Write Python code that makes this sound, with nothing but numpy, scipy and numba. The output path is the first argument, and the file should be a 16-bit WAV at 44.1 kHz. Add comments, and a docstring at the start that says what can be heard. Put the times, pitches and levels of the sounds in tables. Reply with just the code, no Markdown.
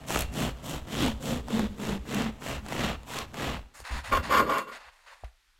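"""Sawing a crusty loaf

A serrated knife saws a crusty loaf on a wooden board, heard from close by in a quiet kitchen.
Twelve strokes shatter the crust into noise grains and make the loaf shudder and groan by stick-slip;
then the teeth rasp over the board and excite its modes, the blade slides out along the crumb in soft
grains and the slice flops onto the others as damped sines. The steel blade rings along as a modal filter."""
import sys
import numpy as np
from scipy import signal
from scipy.fft import rfft, irfft
from scipy.io import wavfile
from scipy.ndimage import uniform_filter1d
from numba import njit

SR = 44100
rng = np.random.default_rng(int(sys.argv[2]) if len(sys.argv) > 2 else 0)


def transcribe(u):
    """Save the signal u as a 16-bit wav file named by the first command-line argument.

    u: samples, shape (n,) or (channels, n), limited to [-1, 1]; the rate is SR.
    q: integer samples, one column per channel.
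    """
    v = np.clip(np.atleast_2d(u).T, -1, 1)
    q = np.round(v * 32767).astype(np.int16)
    wavfile.write(sys.argv[1], SR, q)


N = 246519
T = np.arange(N) / SR
DEEPENS_S = 1.77  # time over which the cut reaches its full depth


def undb(db):
    """Decibel law: level to amplitude gain."""
    return 10 ** (np.asarray(db) / 20)


def unit(x):
    """Normalisation to an rms of 1."""
    return x / np.sqrt(np.mean(x ** 2))


def controls(rows):
    """Linear interpolation: the columns of a curve table, sample by sample."""
    s, *columns = np.transpose(rows)
    return [np.interp(T, np.sort(s), c) for c in columns]


def band(x, lo_hz, hi_hz, order=2):
    """Band-pass filtering (Butterworth)."""
    edges = [lo_hz, min(hi_hz, .45 * SR)]
    return signal.sosfilt(signal.butter(order, edges, "band", fs=SR, output="sos"), x)


def convolve(x, response):
    """Linear superposition: every sample of x launches the impulse response."""
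    return signal.fftconvolve(x, response)[:len(x)]


def colour(x, points):
    """Minimum-phase filtering: a causal response with the given (frequency [Hz], level [dB]) curve."""
    hz, db = np.transpose(points)
    log_hz = np.log(np.fft.rfftfreq(8192, 1 / SR) + 1)
    log_gain = np.log(undb(np.interp(log_hz, np.log(hz), db)))
    cepstrum = irfft(log_gain)
    half = len(cepstrum) // 2
    # folding the cepstrum onto positive time makes the response causal
    folded = np.r_[cepstrum[0], 2 * cepstrum[1:half], np.zeros(half)]
    return convolve(x, irfft(np.exp(rfft(folded))))


def fade(t60):
    """Exponential damping: a decay of 60 dB in t60 seconds."""
    return np.exp(-np.log(1000) * T[:SR // 2] / t60)


def burst(t60):
    """Damped noise: a dying puff with energy 1."""
    puff = rng.standard_normal(SR // 2) * fade(t60)
    return puff / np.linalg.norm(puff)


def ring(modes):
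    """Modal superposition: impulse response of (frequency [Hz], level [dB], t60 [s]) modes, energy 1."""
    out = np.zeros(SR // 2)
    for k, (hz, db, t60) in enumerate(modes):
        sign = (-1) ** k
        out += sign * undb(db) * fade(t60) * np.sin(2 * np.pi * hz * T[:SR // 2])
    return out / np.linalg.norm(out)


def add(out, s, sound):
    """Superposition: mix a sound in at time s."""
    i = int(s * SR)
    out[i:i + len(sound)] += sound[:N - i]


def walk(rate):
    """Smoothed random modulation: chance with an rms of 1 and about rate new values per second."""
    k = max(int(SR / rate), 2)
    return unit(uniform_filter1d(rng.standard_normal(N)[np.arange(N) // k], k))


def clicks(rate, spread_db):
    """Poisson impulses: random clicks, many small and a few large."""
    size = undb(spread_db * np.minimum(rng.exponential(size=N), 4.5))
    return unit((rng.random(N) < rate / SR) * size * rng.choice([-1, 1], N))


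def teeth(rate, jitter, spread_db):
    """Jittered impulse train: serrations catch and let go one after another, unevenly."""
    gaps, sizes = rng.standard_normal((6000, 2)).T
    at = (np.cumsum(np.exp(jitter * gaps)) * SR / rate).astype(int)
    inside = at < N
    return unit(np.bincount(at[inside], undb(spread_db * sizes[inside]), N))


def even(x, seconds):
    """Level regulation: hold the short-term rms near 1, as the hand keeps its force."""
    return x / np.sqrt(uniform_filter1d(x ** 2, int(seconds * SR)) + 1e-9)


@njit
def resonate(x, hz, width):
    """Time-varying resonance: a state-variable band-pass with a moving centre."""
    y, b, l = np.empty(len(x)), 0., 0.
    for i in range(len(x)):
        g, k = np.tan(np.pi * hz[i] / SR), width / hz[i]
        v = (b + g * (x[i] - l)) / (1 + g * (g + k))
        b, l, y[i] = 2 * v - b, l + 2 * g * v, k * v
    return y


def voiced(x, lo_hz, hi_hz):
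    """Zero-phase band splitting: low, middle and high parts of rms 1 that stay in phase."""
    low = signal.sosfiltfilt(signal.butter(3, lo_hz, fs=SR, output="sos"), x)
    below = signal.sosfiltfilt(signal.butter(3, hi_hz, fs=SR, output="sos"), x)
    return unit(low), unit(below - low), unit(x - below)


def fractures(rate, spread_db, t60, count=6):
    """Brittle fracture: tiny breaks in several flakes, each flake with its own brief rattle."""
    return unit(sum(convolve(clicks(rate / count, spread_db), burst(t60)) for _ in range(count)))


def scatter(x):
    """Sign randomisation: the same jolts, each pushing a different way."""
    return x * rng.choice([-1, 1], N)


def swing(s, length, power=1, growth_db=0):
    """Half-sine kinematics: one swing of the arm, with pressure growing steadily along it."""
    way = np.clip((T - s) / length, 0, 1)
    return np.abs(np.sin(np.pi * way)) ** power * undb(growth_db * (way - .5))


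def held(s, length, attack, t60):
    """Contact envelope: linear attack, hold, and a decay of 60 dB in t60 seconds."""
    release = np.maximum(T - s - length, 0)
    return np.clip((T - s) / attack, 0, 1) * np.exp(-np.log(1000) * release / t60)


# saw strokes: (time [s], length [s], growth of pressure from start to end [dB], crunch [dB], fizz [dB],
#   bite into the crust [dB], loaf shake [dB], sway in that shake [dB], board rocking [dB],
#   crust shell [dB], hollow of the cut [Hz], hollow [dB])
STROKES = [ (0.065, 0.2, -4.5, -37, -41, -36.5, -37, 1.5, -33, -4, 630, -0.5),
           (0.316, 0.21, 0.5, -38.5, -44, -37, -31, -0.5, -37.5, 0, 620, -4),
           (0.624, 0.18, 0.5, -43, -45.5, -40.5, -37.5, 2, -39.5, 0, 600, -6),
           (0.858, 0.278, 10.5, -36, -45.5, -37.5, -32, -3, -34, 1.5, 570, -9),
           (1.197, 0.22, 0, -42, -46, -37, -34.5, 2.5, -37.5, -2, 497, 3),
           (1.457, 0.23, 3, -41, -50.5, -36, -33, -7, -37.5, -4, 467, 0),
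           (1.763, 0.22, 7, -42, -49, -37, -36, -1.5, -37, -4, 405, 1.5),
           (2.039, 0.270, 9.5, -39, -49, -37.5, -33.5, -4, -41.5, -16, 462, -1.5),
           (2.396, 0.21, 0.5, -41.5, -48.5, -40, -40, 1, -39, -24, 600, -27),
           (2.623, 0.34, 15.5, -37.5, -47.5, -37, -34.5, -1.5, -38.5, -17, 586, -18),
           (3.056, 0.2, 7, -40.5, -47, -39.5, -44.5, -0.5, -46, -5, 1034, 1.5),
           (3.327, 0.27, 0.5, -38, -49.5, -36.5, -36, -1.5, -38, -26, 1250, -19)]
# between strokes the blade turns round in the loaf, until it is through;
# the turns get quieter as it sinks into soft crumb
REST_SINKS_DB_PER_S = -1.7
THROUGH_S, THROUGH_T60_S = 3.595, 0.68


def stroked(stroke_db, law, rest_db):
    """Energy summation: gain of one layer over all strokes, never quite still while the blade is in the loaf."""
    power, extra_db, overhang, lag = law
    after = np.maximum(T - THROUGH_S, 0)
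    energy = undb(rest_db + REST_SINKS_DB_PER_S * T - 60 * after / THROUGH_T60_S) ** 2
    for (s, length, growth_db, *_), db in zip(STROKES, stroke_db):
        arm = swing(s + lag - overhang, length + 2 * overhang, power, growth_db + extra_db)
        energy += (undb(db) * arm) ** 2
    return np.sqrt(energy)


# the hand leans on the loaf to finish the cut:
# (time [s], length [s], board rocking [dB], loaf shake [dB])
LEANS = [(3.781, 0.073, -46, -66), (3.889, 0.13, -30.5, -45.5), (4.0, .09, -43, -62),
         (4.075, 0.17, -30, -45), (4.163, .42, -42.5, -41), (4.84, .08, -61.5, -81)]


def leaned(column, power=1):
    """Amplitude summation: gain of one LEANS level column over all leans."""
    return sum(undb(row[column]) * swing(row[0], row[1], power) for row in LEANS)


# spectrum of the kitchen's hush: (frequency [Hz], relative level [dB])
KITCHEN = [(15, -33), (25, 9), (126, -35), (691, -36.5), (857, -27), (1040, -26.5), (1470, -21.5),
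           (2810, -26), (3490, -24), (4330, -27.5), (13400, -39.5), (15800, -51)]
KITCHEN_DB = -64.5


def kitchen_hush():
    """Stationary coloured noise: the room's steady background."""
    return undb(KITCHEN_DB) * unit(colour(rng.standard_normal(N), KITCHEN))


def kitchen_echo(close):
    """Diffuse reverberation: a delayed, decaying noise tail as the room's impulse response."""
    tail = np.r_[np.zeros(SR // 150), burst(t60=.33)]
    return undb(-15) * convolve(band(close, 320, 7300, order=2), tail)


# rumble of board and tray: (frequency [Hz], relative level [dB])
TRAY = [(20, -2), (35, -23.5), (55, 8.5), (75, 0.5), (105, -7.5), (140, -18), (200, -55)]
# laws: (power of the speed, extra growth over the stroke [dB], overhang at both ends [s], lag [s])
ROCK_LAW, REST_ROCK_DB = (1.5, -11.5, 0.0352, 0.09), -51.5


def rocking():
    """Forced low-frequency vibration: board and tray rumble on the cloth under the arm's push."""
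    *_, rock_db, _, _, _ = np.transpose(STROKES)
    push = stroked(rock_db, ROCK_LAW, REST_ROCK_DB) + leaned(column=2, power=1.5)
    return push * even(colour(rng.standard_normal(N), TRAY), seconds=0.077)


# the slice lands: (time [s], level before contact and decay [dB], frequency [Hz], t60 [s])
FLOP = [(5.2303, -38.5, 71, 0.061), (5.2368, -28.5, 708, 0.016), (5.242, -28.5, 54.4, 0.14)]


def flop():
    """Soft impact of damped oscillators: the slice taps its neighbour, thuds and sheds a few crumbs."""
    out, t = np.zeros(N), T[:SR // 2]
    for s, db, hz, t60 in FLOP:
        soft_contact = 1 - np.exp(-5 * hz * t)
        add(out, s, -undb(db) * soft_contact * fade(t60) * np.sin(2 * np.pi * hz * t))
    crumbs = band(burst(t60=0.072), 550, 2900, order=2)
    add(out, 5.243, undb(-15) * crumbs)
    return out


# spectrum of the crumb grains: (frequency [Hz], relative level [dB])
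CRUMB = [(200, -18), (380, -12), (560, -2), (1100, 3), (1600, -1.5), (2500, 0), (3600, -7), (5000, -13.5),
         (8000, -20.5), (11700, -30), (15800, -38)]
# the blade's flat rubs the crumb: (time [s], length [s], level [dB], brightness [dB])
RUBS = [(3.735, 0.083, -54.5, -1.5), (3.837, 0.068, -43, -14), (3.907, 0.09, -41, -14.5),
        (4.032, .072, -42.5, -12), (4.222, 0.059, -39, -15), (4.71, 0.061, -45, -16.5),
        (4.792, 0.099, -53.5, -21), (4.912, 0.37, -65, -10), (5.058, 0.077, -54.5, -20)]
RUB_ATTACK_S, RUB_T60_S = 0.017, 0.11


def rubbing():
    """Granular friction: the flat of the blade brushes crumb and loose grit in fine, soft grains."""
    grains = colour(fractures(rate=8200, spread_db=2.5, t60=0.0071), CRUMB)
    low, middle, high = voiced(band(grains, 430, 17000, order=3), lo_hz=950, hi_hz=6500)
    out = np.zeros(N)
    for s, length, db, bright_db in RUBS:
        grain = undb(-7.5) * low + middle + undb(bright_db) * high
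        out += held(s, length, RUB_ATTACK_S, RUB_T60_S) * undb(db) * grain
    return out


# modes of the wooden board: (frequency [Hz], relative level [dB], t60 [s])
BOARD = [(239, -3.5, 0.042), (282, -7, 0.067), (327, -12, 0.048), (435, -5.5, 0.076), (497, -6.5, 0.082),
         (567, -4.5, 0.051), (840, -13.5, 0.094), (970, -6, 0.075), (1021, -0.5, 0.056), (1085, 3, 0.1),
         (1158, 0, 0.085), (1230, -3.5, 0.037), (1414, -5.5, 0.13), (1466, -5.5, 0.043), (1607, -14, .07),
         (1795, -17.5, 0.082), (1870, -15, 0.036), (2080, -17.5, 0.097), (2254, -11, 0.084),
         (2424, -16.5, 0.056), (2925, -22, 0.034), (3440, -24, 0.0487)]
# spectrum of the grit: (frequency [Hz], relative level [dB])
RASP = [(700, -17), (1500, 2), (2300, -7), (2750, -7.5), (3600, -4.5), (4000, -14), (4400, -10.5),
        (5600, -19.5), (7000, -18.5), (8500, -26.5), (11800, -23.5), (13300, -20), (15500, -31)]
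# the teeth drag over the board:
# (time [s], length [s], attack [s], level [dB], brightness [dB], pressure on the wood [dB])
SCRAPES = [(4.112, 0.055, .007, -26.5, -8.5, -10), (4.29, 0.1, .035, -22, -7.5, -10),
           (4.395, 0.0076, 0.0091, -30, -19.5, 2.5), (4.457, 0.03, .02, -39, -7, 1.5),
           (4.49, 0.1, 0.0048, -28, -12, -11), (4.664, 0.04, 0.016, -43.5, -10.5, -8.5)]
SCRAPE_T60_S, THRUM_T60_S = .16, 0.28
# single teeth bite into the wood: (time [s], force as peak level [dB])
BITES = [(4.121, -21), (4.134, -14.5), (4.149, -18), (4.171, -17.5), (4.295, -22), (4.337, -14),
         (4.379, -14.5), (4.4, -13), (4.496, -21.5)]


def scraping():
    """Modal excitation by friction: teeth stutter over the wood and ring the board; grit rasps under them."""
    slips = teeth(rate=190, jitter=.5, spread_db=1.5) + undb(-1) * clicks(rate=2500, spread_db=1.5)
    # the board's crowded weaker modes fill in between the strong ones
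    board = ring(BOARD) + undb(0.5) * band(burst(t60=0.037), 300, 1750)
    wood, tone, _ = voiced(convolve(slips, board), lo_hz=720, hi_hz=5900)
    agitation = 1 + unit(convolve(np.abs(slips), fade(t60=0.016)))
    grit = fractures(rate=6000, spread_db=2.5, t60=0.0076) * agitation
    rasp = even(colour(grit, RASP), seconds=0.035)
    thrum = even(wood + undb(-8.0) * unit(band(slips, 110, 500)), seconds=0.065)
    tone = even(tone, seconds=0.041)
    out = np.zeros(N)
    for s, length, attack, db, bright_db, pressure_db in SCRAPES:
        out += undb(db) * held(s, length, attack, SCRAPE_T60_S) * (tone + undb(bright_db) * rasp)
        out += undb(db + pressure_db) * held(s, length, attack, THRUM_T60_S) * thrum
    for s, force_db in BITES:
        knock = convolve(burst(t60=0.0044), board) * fade(t60=0.11)
        add(out, s, undb(force_db) * knock / np.abs(knock).max())
    return out


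# modes of the steel blade: (frequency [Hz], relative level [dB], t60 [s])
BLADE = [(2740, -2.5, 0.37), (3430, -7.5, .12), (3770, -8, .08), (4310, -2.5, 0.13), (4620, -7, .06),
         (5200, -7, 0.061), (6420, -3.5, 0.055), (6980, 1.5, 0.051), (7840, -5, 0.15), (8780, -4, .07),
         (9830, -9, 0.13), (10740, -6, 0.045), (11500, -1.5, .05), (11780, -10, .11), (13000, -6.5, 0.076),
         (13850, -10.5, .09), (14280, -9.5, .09), (14900, -15.5, .06)]


def steel(contact):
    """Modal resonance: the blade rings on after the treble of whatever its teeth touch."""
    return convolve(scatter(band(contact, 2600, 13000)), ring(BLADE))


BLADE_DB = (-13, -18.5)  # gain of the ringing: at first, buried in the loaf


def blade_ringing(bread, wood):
    """Contact damping: the loaf damps the blade; free of it, on hard wood, the steel rings more."""
    buried = undb(np.interp(T, [0, DEEPENS_S], BLADE_DB))
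    return buried * steel(bread) + undb(-7.5) * steel(wood)


# the largest flakes of crust snap: (time [s], tick peak [dB], knock peak [dB])
CRACKS = [(0.0843, -25, -50), (0.0941, -31, -31), (0.1044, -22, -20), (0.1408, -31, -28),
          (0.1591, -26, -14), (0.1724, -31, -22.5), (0.3383, -29, -41), (0.641, -37, -32.5),
          (0.8718, -42, -37), (1.0224, -19.5, -39), (1.0414, -27, -38), (1.0613, -23, -19.5),
          (1.0813, -29, -20), (1.483, -34, -26), (1.5933, -23.5, -19.5), (2.101, -31, -33),
          (2.1448, -22, -43), (2.2193, -27, -28), (2.4219, -40, -31), (2.6627, -32, -30.5),
          (2.6847, -29, -39), (2.7231, -30, -19.5), (2.7523, -36, -24.5), (3.0317, -41, -40),
          (3.187, -20, -47.5), (3.3418, -30, -30), (3.802, -36, -36)]
# the blade is jolted and pings: (time [s], peak [dB])
PINGS = [(0.188, -22.5), (0.2058, -17), (0.219, -22), (4.5812, -28), (5.2435, -53)]


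def snaps():
    """Impulsive fracture: larger flakes break with a sharp tick and a dull knock; jolts ping the blade."""
    out = np.zeros(N)
    # each sound starts about a millisecond after its table time
    for s, db, body_db in CRACKS:
        tick = band(burst(t60=0.0057), 1500, 9700, order=2)
        knock = band(fade(t60=0.00018) * 0.24 + burst(t60=0.013), 220, 1070)
        add(out, s + .001, undb(db) * tick / np.abs(tick).max())
        add(out, s + 0.00071, undb(body_db) * knock / np.abs(knock).max())
    for s, db in PINGS:
        ringing = convolve(burst(t60=0.038), ring(BLADE))
        ping = ringing * undb(-10.5) + band(burst(t60=0.017), 1500, 13600)
        add(out, s + 0.0015, undb(db) * ping / np.abs(ping).max())
    return out


# the blade sticks and slips in the loaf:
# (time [s], length [s], pitch [Hz], glide [Hz per s], level [dB])
GROANS = [(1.02, 0.085, 283, -700, -30), (1.252, .11, 233.8, 98, -35), (1.522, .11, 228, -130, -27.5),
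          (1.682, 0.045, 209, -100, -39.5), (1.783, 0.064, 211.5, -50, -39),
          (1.872, 0.085, 217.8, -280, -32.5), (2.138, 0.09, 198, 150, -33),
          (2.205, 0.061, 234.5, -250, -31), (2.592, 0.1, 216, -100, -44.5)]
GROAN_ATTACK_S, GROAN_T60_S = 0.021, 0.19
SHAKE_LAW, REST_SHAKE_DB = (1.83, 9.5, 0.0375, -0.014), -50
SHUDDER_HZ = 218.5
SWAY_HZ = (143.5, 132)  # the loosened loaf sways slower: at first, at full depth


def loaf(catches):
    """Stick-slip and forced resonance: tugs of the teeth shudder the loaf; where the blade grips, it groans."""
    starts, lengths, _, _, _, _, shake_db, sway_db, *_ = np.transpose(STROKES)
    shake = stroked(shake_db, SHAKE_LAW, REST_SHAKE_DB) + leaned(column=3)
    tugs = np.diff(catches, prepend=0)
    shudder = even(resonate(band(tugs, 117, 360), np.full(N, SHUDDER_HZ), 40.0), seconds=0.061)
    sway_hz = np.interp(T, [0, DEEPENS_S], SWAY_HZ)
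    sway = even(resonate(band(tugs, 101, 185), sway_hz, 42.0), seconds=.035)
    sway_gain = undb(np.interp(T, starts + lengths / 2, sway_db))
    out = shake * even(shudder + sway_gain * sway, seconds=0.045)
    waver = 1 + 0.026 * walk(rate=90)
    flutter = unit(undb(3.0 * walk(rate=130)))
    for s, length, hz, glide, db in GROANS:
        pitch = (hz + glide * np.clip(T - s, 0, length)) * waver
        tone = unit(np.sin(2 * np.pi * np.cumsum(pitch) / SR))
        out += undb(db) * held(s, length, GROAN_ATTACK_S, GROAN_T60_S) * flutter * tone
    return out


# spectrum of the breaking crust: (frequency [Hz], relative level [dB])
CRUST = [(300, -3.5), (450, 4.5), (700, 4.5), (1100, 1.5), (1900, -6), (2450, -11.5), (3000, -12),
         (3900, -15.5), (5000, -20.5), (7200, -23.5), (9600, -34), (11600, -29), (15500, -38)]
# how each layer follows the arm, columns as in ROCK_LAW, and its level during the turns [dB]
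CRUNCH_LAW, REST_CRUNCH_DB = (1.07, 0, 0.0028, 0.0043), -58.5
FIZZ_LAW, REST_FIZZ_DB = (1.27, -11.5, 0.0082, .003), -65.5
BITE_LAW, REST_BITE_DB = (0.89, 1, .003, .002), -52.5
SHELL_HZ = (2840, 3590)  # the crust's shell rings higher as the cut deepens: at first, at full depth
UNEVEN_DB = 0.78  # the crust is now harder, now softer


def sawing():
    """Fracture exciting resonators: each tooth sets off breaks that ring the crust's shell and the cut's hollow."""
    _, _, _, crunch_db, fizz_db, bite_db, *_ = np.transpose(STROKES)
    mid_stroke = [(s + length / 2, *row[-3:]) for s, length, *row in STROKES]
    shell_db, hollow_hz, hollow_db = controls(mid_stroke)
    shell_hz = np.interp(T, [0, DEEPENS_S], SHELL_HZ)
    catches = teeth(rate=200, jitter=.5, spread_db=2.5)
    flurry = unit(convolve(catches, fade(t60=0.031)))
    # sparse larger breaks stand out of the dense fine ones
    pops = unit(band(fractures(rate=110, spread_db=2.5, t60=0.0036), 850, 7700, order=1))
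    fine = unit(fractures(rate=4200, spread_db=0.0, t60=0.0054) * (2 + flurry))
    breaks = even(fine + undb(-12.0) * pops, seconds=0.024)
    bite, crunch, fizz = voiced(colour(breaks, CRUST), lo_hz=1720, hi_hz=5860)
    crunch = crunch + undb(shell_db) * unit(resonate(scatter(breaks), shell_hz, 620.0))
    bite = bite + undb(hollow_db) * unit(resonate(scatter(breaks), hollow_hz, 75.0))
    crust = (stroked(crunch_db, CRUNCH_LAW, REST_CRUNCH_DB) * even(crunch, seconds=0.044)
             + stroked(fizz_db, FIZZ_LAW, REST_FIZZ_DB) * fizz
             + stroked(bite_db, BITE_LAW, REST_BITE_DB) * even(bite, seconds=0.11))
    return (crust + loaf(catches)) * undb(UNEVEN_DB * walk(rate=36))


def scene():
    """Superposition of all sources, the ringing blade, a faint kitchen echo and the room's hush."""
    crust, wood, crumb = sawing(), scraping(), rubbing()
    blade = blade_ringing(crust + crumb, wood)
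    close = crust + wood + crumb + blade + snaps() + flop()
    return (close + rocking() + kitchen_echo(close) + kitchen_hush())[None]


TOP_HZ = 15850


def record(dry):
    """Soft saturation and low-pass filtering: round the loudest peaks and cut the top."""
    ceiling = undb(-5.5)
    rounded = ceiling * np.tanh(dry / ceiling)
    return signal.sosfilt(signal.ellip(10, .2, 80, TOP_HZ, fs=SR, output="sos"), rounded)


dry = scene()
out = record(dry)
transcribe(out)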